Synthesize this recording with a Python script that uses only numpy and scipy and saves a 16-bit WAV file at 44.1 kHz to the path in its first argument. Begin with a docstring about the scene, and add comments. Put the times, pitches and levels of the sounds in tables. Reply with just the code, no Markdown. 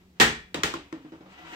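"""A sharp, ringing knock comes first: a mop's metal handle falling on the wooden floor of a live room.
The mop is being lifted by its head, and the far end of the handle knocks on against floor and bucket.
The head's plastic joint clunks a few times, then the handle's tip starts to scrape and squeak over
the wood. A stereo pair of microphones hears it all with the room's reverberation and a faint low hum."""
import sys
import numpy as np
from scipy import signal
from scipy.io import wavfile

SR = 44100
rng = np.random.default_rng(int(sys.argv[2]) if len(sys.argv) > 2 else 0)


def put_to_file(sound):
    """Save the sound as 16-bit audio at rate SR, in the file named by the first command-line argument."""
    columns = np.atleast_2d(sound).T  # one column per channel
    safe = np.clip(columns, -1, 1)
    whole_steps = np.round(safe * 32767)
    wavfile.write(sys.argv[1], SR, whole_steps.astype(np.int16))


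N = 68355
TIME = np.arange(N) / SR
BANDS = 28 * 2 ** (np.arange(28) / 3)  # third-octave centres in Hz

# The handle landing on floor and bucket. Each row: start in seconds; then in dB crack, room, bass,
# middle, treble, tube ring, board ring and left over right; clack pitch in Hz, clack level in dB.
KNOCKS = [(0.1996, -11, -19.5, -2, -1.5, 0, -23.5, -22, -0.5, 1293, -19),
          (0.2061, -43, -23.5, -3.5, 10.5, 7.5, -44, -44, -10, 1923, -23.5),
          (0.5437, -23, -38.5, 6.5, -5.5, -1, -47, -46, 0.5, 2863, -26.5),
          (0.6340, -15, -28.5, -1, 0.5, 2, -42, -42.5, 0.5, 1405, -18.5),
          (0.7387, -27.5, -42.5, -3, -4.5, -5, -57, -73, 0, 1055, -27),
          (0.9259, -39, -57.5, 3.5, 4, -3, -61, -64.5, 3.5, 1074, -44.5)]
# Tone of a crack and its reverberation. Each row: frequency in Hz, third-octave level in dB.
KNOCK_COLOUR = [(30, -31.5), (70, -20), (130, -17.5), (250, -6), (440, -5), (600, -13), (800, -8),
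                (1050, -6.5), (1900, -3.5), (3200, -2), (5000, -7.5), (7200, -7.5), (9000, -12.5),
                (11000, -19.5), (14000, -19.5)]
# The struck spot's damped modes. Each row: ratio to the clack pitch, level in dB, t60 in seconds.
CLACK_MODES = [(0.899, -4, 0.04), (0.998, 3, 0.047), (1.16, -19, 0.03), (1.33, -1.5, 0.035)]
# The steel tube, then the floorboards. Each row: frequency in Hz, level in dB, t60 in seconds.
TUBE_MODES = [(731.3, 2.5, 0.18), (794, -5.5, 0.29), (902, -2, 0.25), (1229, -0.5, 0.32),
              (1560, -7.5, 0.23), (1781, 2.5, 0.28), (1864, 5, 0.34), (1899, 0.5, 0.39), (2355, -5.5, 0.48),
              (2400, -7.5, 0.46), (2925, -8, .3), (3070, 0.5, 0.13), (3134, 0, 0.2), (3385, -8, 0.46),
              (3580, 3, 0.15)]
BOARD_MODES = [(63.6, -22.5, .55), (151.5, -5.5, 0.4), (228.1, 3, 0.31), (240.4, -5, 0.3), (292, 1, 0.18),
               (344.7, -14, 0.47), (432.8, -0.5, 0.36), (466.4, -7.5, 0.26)]

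def handle_knocks():
    """Each knock cracks, clacks and sets tube and boards ringing; the room answers."""
    out, noise, room_power = np.zeros((2, N)), noise_bands(), 0
    bass = 1 / (1 + (BANDS / 730) ** 4)
    middle = np.exp(-(np.log2(BANDS / 1760) / 0.27) ** 2)
    treble = 1 / (1 + (5800 / BANDS) ** 4)
    low_cut = 1 / (1 + (900 / BANDS) ** 2)
    for (start, crack_db, room_db, bass_db, middle_db, treble_db,
         tube_db, boards_db, pan_db, clack_hz, clack_db) in KNOCKS:
        colour = from_db(at_bands(KNOCK_COLOUR) + bass_db * bass + middle_db * middle + treble_db * treble)
        crack = np.tensordot(colour * low_cut, noise, 1) * blow(start, rise_s=0.00039, t60=0.015)
        modes = [(clack_hz * ratio, db, t60) for ratio, db, t60 in CLACK_MODES]
        clack = struck(start, modes, rise_s=0.0003, diffuse=True)
        out += (from_db(crack_db) * crack + from_db(clack_db) * clack) * pan(pan_db)
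        out += from_db(tube_db) * struck(start, TUBE_MODES, rise_s=0.0011, diffuse=True)
        out += from_db(boards_db) * struck(start, BOARD_MODES, rise_s=0.0087)
        room_power += (from_db(room_db) * colour[:, None] * room_tail(start)) ** 2
    return out + reverberation(room_power)

# Down at the floor. Each row: start in seconds, level in dB, pitch in Hz, t60 in seconds.
THUDS = [(0.545, -25, 492, 0.041), (0.638, -27.5, 387, 0.075), (0.639, -34, 158, 0.21),
         (0.644, -34.5, 68.5, 0.14), (1.207, -49, 147, 0.069)]

def floor_thuds():
    """The boards give under the heavier contacts: one short low note each."""
    return sum(struck(start, [(hz, db, t60)], rise_s=0.0019) for start, db, hz, t60 in THUDS)

# Up at the mop's head. Each row: start in seconds, ring level in dB, tick level in dB, pitch in Hz.
CLUNKS = [(0.544, -29.5, -41.5, 329), (0.563, -28, -55, 277.7), (0.739, -27.5, -48, 335.2),
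          (0.9263, -26.5, -53.5, 320.4), (0.974, -40, -69, 301), (1.045, -36.5, -60.5, 306.5),
          (1.12, -36.5, -55, 323.7), (1.205, -43.5, -58, 312), (1.258, -50, -58.5, 312)]
# The plastic joint's modes. Each row: ratio to its pitch, level in dB, t60 in seconds.
JOINT_MODES = [(.5, -14.5, .2), (.85, -14.5, 0.42), (1, 1, 0.16), (1.12, -17, 0.033), (1.48, -13.5, 0.102),
               (3.2, -24, 0.08)]
# Its tick as the room returns it. Each row: frequency in Hz, third-octave level in dB.
TICK_COLOUR = [(40, -29), (150, -4.5), (400, 0.5), (650, -1), (1100, 0), (2000, -7), (3200, -9),
               (7000, -19.5), (14000, -47.5)]

def joint_clunks():
    """The head swings on its plastic joint: a hollow ring and a dull tick in the room."""
    out, room_power = np.zeros((2, N)), 0
    for start, ring_db, tick_db, hz in CLUNKS:
        modes = [(hz * ratio, db, t60) for ratio, db, t60 in JOINT_MODES]
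        out += from_db(ring_db) * struck(start, modes, rise_s=0.0026)
        room_power += (from_db(tick_db + at_bands(TICK_COLOUR))[:, None] * room_tail(start)) ** 2
    return out + reverberation(room_power)

# Faint rubbing that grows into a scrape, just left of centre. Each row: time in seconds, level in dB.
SCRAPE_LEVEL = [(0, -67), (.05, -73), (.13, -87), (.17, -65.5), (.5, -70), (.9, -64.5), (1.15, -64),
                (1.27, -68.5), (1.31, -54.5), (1.37, -53), (1.39, -48), (1.44, -52), (1.47, -46.5),
                (1.515, -46.5), (1.54, -41)]
# The hiss of friction on wood. Each row: frequency in Hz, third-octave level in dB.
SCRAPE_COLOUR = [(40, -64), (150, -33.5), (320, -15.5), (600, -16), (1000, -11.5), (1800, -10), (2800, -8),
                 (5000, -18.5), (8000, -18), (10000, -36), (14000, -26.5)]
# What the dragging tip sets ringing. Each row: frequency in Hz, level in dB, t60 in seconds.
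SCRAPE_MODES = [(322, 0.5, 0.17), (730, -4.5, 0.24), (950, -2.5, 0.16), (1350, -1, 0.12), (1980, 8, .06),
                (2530, -4.5, 0.16), (2790, 0.5, 0.06), (3330, -14, 0.35)]

def tip_scrape(slips_per_s=820, flicker_db=2.5):
    """The tip drags over the wood: friction hiss, and tiny slips that keep the mop ringing."""
    hiss = sum(band * from_db(db + flicker_db * drift(per_s=40))
               for band, db in zip(noise_bands(), at_bands(SCRAPE_COLOUR)))
    slips = (rng.random((2, N)) < slips_per_s / SR) * rng.standard_normal((2, N))
    slips = slips + slips[::-1] / 2  # each slip reaches both microphones
    ring = signal.fftconvolve(slips, struck(0, SCRAPE_MODES, rise_s=0.0011), axes=1)[:, :N]
    level = from_db(np.interp(TIME, *np.transpose(SCRAPE_LEVEL)))
    return level * pan(1.5) * (hiss + from_db(-2) * rms_one(ring))

# The tip on the boards. Each row: peak time in seconds, half-width in seconds, pitch in Hz, level in dB.
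SQUEAKS = [(1.413, 0.053, 1350, -55), (1.5, 0.024, 960, -46.5), (1.54, .02, 2850, -48)]

def tip_squeaks():
    """The tip sticks and slips for a moment: short unsteady tones over the scrape."""
    out = np.zeros((2, N))
    for peak, half_width, hz, db in SQUEAKS:
        swell = np.exp(-((TIME - peak) / half_width) ** 2)
        phase = 2 * np.pi * (hz * TIME + rng.random((2, 1)) / 4) + drift(per_s=150) / 2
        out += from_db(db) * swell * np.sin(phase)
    return out

# The still room. Each row: frequency in Hz, third-octave level in dB.
ROOM_TONE = [(28, -77), (50, -88), (70, -67.5), (110, -78.5), (180, -72), (330, -70), (600, -80),
             (1200, -79.5), (3000, -77.5), (8000, -81), (14000, -82)]
# A low hum, alike at both microphones. Each row: time in seconds, level in dB, pitch in Hz.
HUM = [(0, -58, 178.5), (.08, -57.5, 186.5), (0.169, -61.5, 179), (0.401, -64, 185.8), (.5, -57, 184),
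       (.8, -81, 171.5), (1.19, -71, 181.5), (1.25, -54.5, 189), (1.33, -53.5, 188.1), (1.384, -78, 175),
       (1.43, -55, 166), (1.55, -63, 158)]

def room_tone(octave_db=-12.5):
    """Quiet room noise with a faint wavering hum that comes and goes."""
    times, db, hz = np.transpose(HUM)
    phase = 2 * np.pi * np.cumsum(np.interp(TIME, times, hz)) / SR + drift(per_s=11.2) / 2
    hum = from_db(np.interp(TIME, times, db)) * (np.sin(phase) + from_db(octave_db) * np.sin(2 * phase))
    return np.tensordot(from_db(at_bands(ROOM_TONE)), noise_bands(), 1) + hum

# How long the room rings. Each row: frequency in Hz, t60 in seconds.
ROOM_T60 = [(50, 0.66), (160, 0.36), (420, 0.31), (1100, 0.34), (2900, 0.35), (7500, 0.29), (14000, 0.21)]

def room_tail(start):
    """Envelope of the room's answer to a click, per band; lows build later and last longer."""
    rise_s = 0.0014 + 0.73 / BANDS
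    return blow(start, rise_s[:, None], at_bands(ROOM_T60)[:, None])

def reverberation(power):
    """Dense reflections: stereo noise that follows the given power in each band."""
    return np.einsum("bn,bcn->cn", np.sqrt(power), noise_bands())

# How alike the two microphones hear the room. Each row: frequency in Hz, correlation.
MIC_LIKENESS = [(50, 0.98), (130, 0.98), (260, 0.94), (550, 0.9), (1100, 0.53), (2200, 0.093), (5000, .05),
                (14000, 0.059)]
# How the room's sound leans across the pair. Each row: frequency in Hz, left over right in dB.
MIC_BALANCE = [(60, -1), (160, 1.5), (380, 0.5), (1200, -0.5), (2400, 4.5), (4400, -3), (8000, -1),
               (14000, -3.5)]

def noise_bands():
    """Third octaves of stereo noise, alike in the bass and unrelated in the treble: bands x 2 x N."""
    white, out = rng.standard_normal((2, 2, N + SR // 4)), []
    for k, (hz, alike, pan_db) in enumerate(zip(BANDS, at_bands(MIC_LIKENESS), at_bands(MIC_BALANCE))):
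        sos = signal.butter(2, [hz / 2 ** (1 / 6), hz * 2 ** (1 / 6)], "band", fs=SR, output="sos")
        mid, side = signal.sosfilt(sos, white[k % 2])[:, -N:]
        pair = np.sqrt(1 + alike) * mid + np.sqrt(1 - alike) * side * [[1], [-1]]
        out.append(rms_one(pair) * pan(pan_db))
    return np.array(out)

def struck(start, modes, rise_s, diffuse=False, scatter_db=1):
    """Modes set ringing by a blow; diffuse ones reach each microphone in a phase of their own."""
    out = np.zeros((2, N))
    for hz, db, t60 in modes:
        phase = 2 * np.pi * rng.random((2, 1)) * diffuse
        gain = from_db(db + scatter_db * rng.standard_normal())
        out += gain * blow(start, rise_s, t60) * np.sin(2 * np.pi * hz * (TIME - start) + phase)
    return out

def blow(start, rise_s, t60):
    """Envelope of a blow: a quick rise, and a decay of 60 dB in t60 seconds."""
    age = np.maximum(TIME - start, 0)
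    return (1 - np.exp(-age / rise_s)) * np.exp(-np.log(1000) * age / t60)

def drift(per_s):
    """Random wander with a spread near 1."""
    return np.interp(TIME * per_s, np.arange(512), rng.standard_normal(512))

def at_bands(points):
    """Read a table at the band centres, on a log-frequency axis."""
    hz, value = np.transpose(points)
    return np.interp(np.log(BANDS), np.log(hz), value)

def pan(db):
    """Gains that put the left microphone db above the right."""
    return from_db([[db / 2], [-db / 2]])

def from_db(db):
    """Decibels to gain."""
    return 10 ** (np.asarray(db) / 20)

def rms_one(x):
    """Scale to unit power."""
    return x / np.sqrt(np.mean(x ** 2) + 1e-20)

def scene():
    """The mop in front, the quiet room behind it."""
    return handle_knocks() + floor_thuds() + joint_clunks() + tip_scrape() + tip_squeaks() + room_tone()

def record(dry, left_lag_s=0.0002, dip_hz=10110, dip_share=0.75, cutoff_hz=15800):
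    """Sound reaches the left microphone a little later; the treble has a dip and the top is cut."""
    late_left = np.pad(dry[0], (round(left_lag_s * SR), 0))[:N]
    pair = np.array([late_left, dry[1]])
    notched = signal.lfilter(*signal.iirnotch(dip_hz, Q=4.9, fs=SR), pair)
    pair += dip_share * (notched - pair)
    return signal.sosfilt(signal.ellip(10, .2, 70, cutoff_hz, fs=SR, output="sos"), pair)

dry = scene()
out = record(dry)
put_to_file(out)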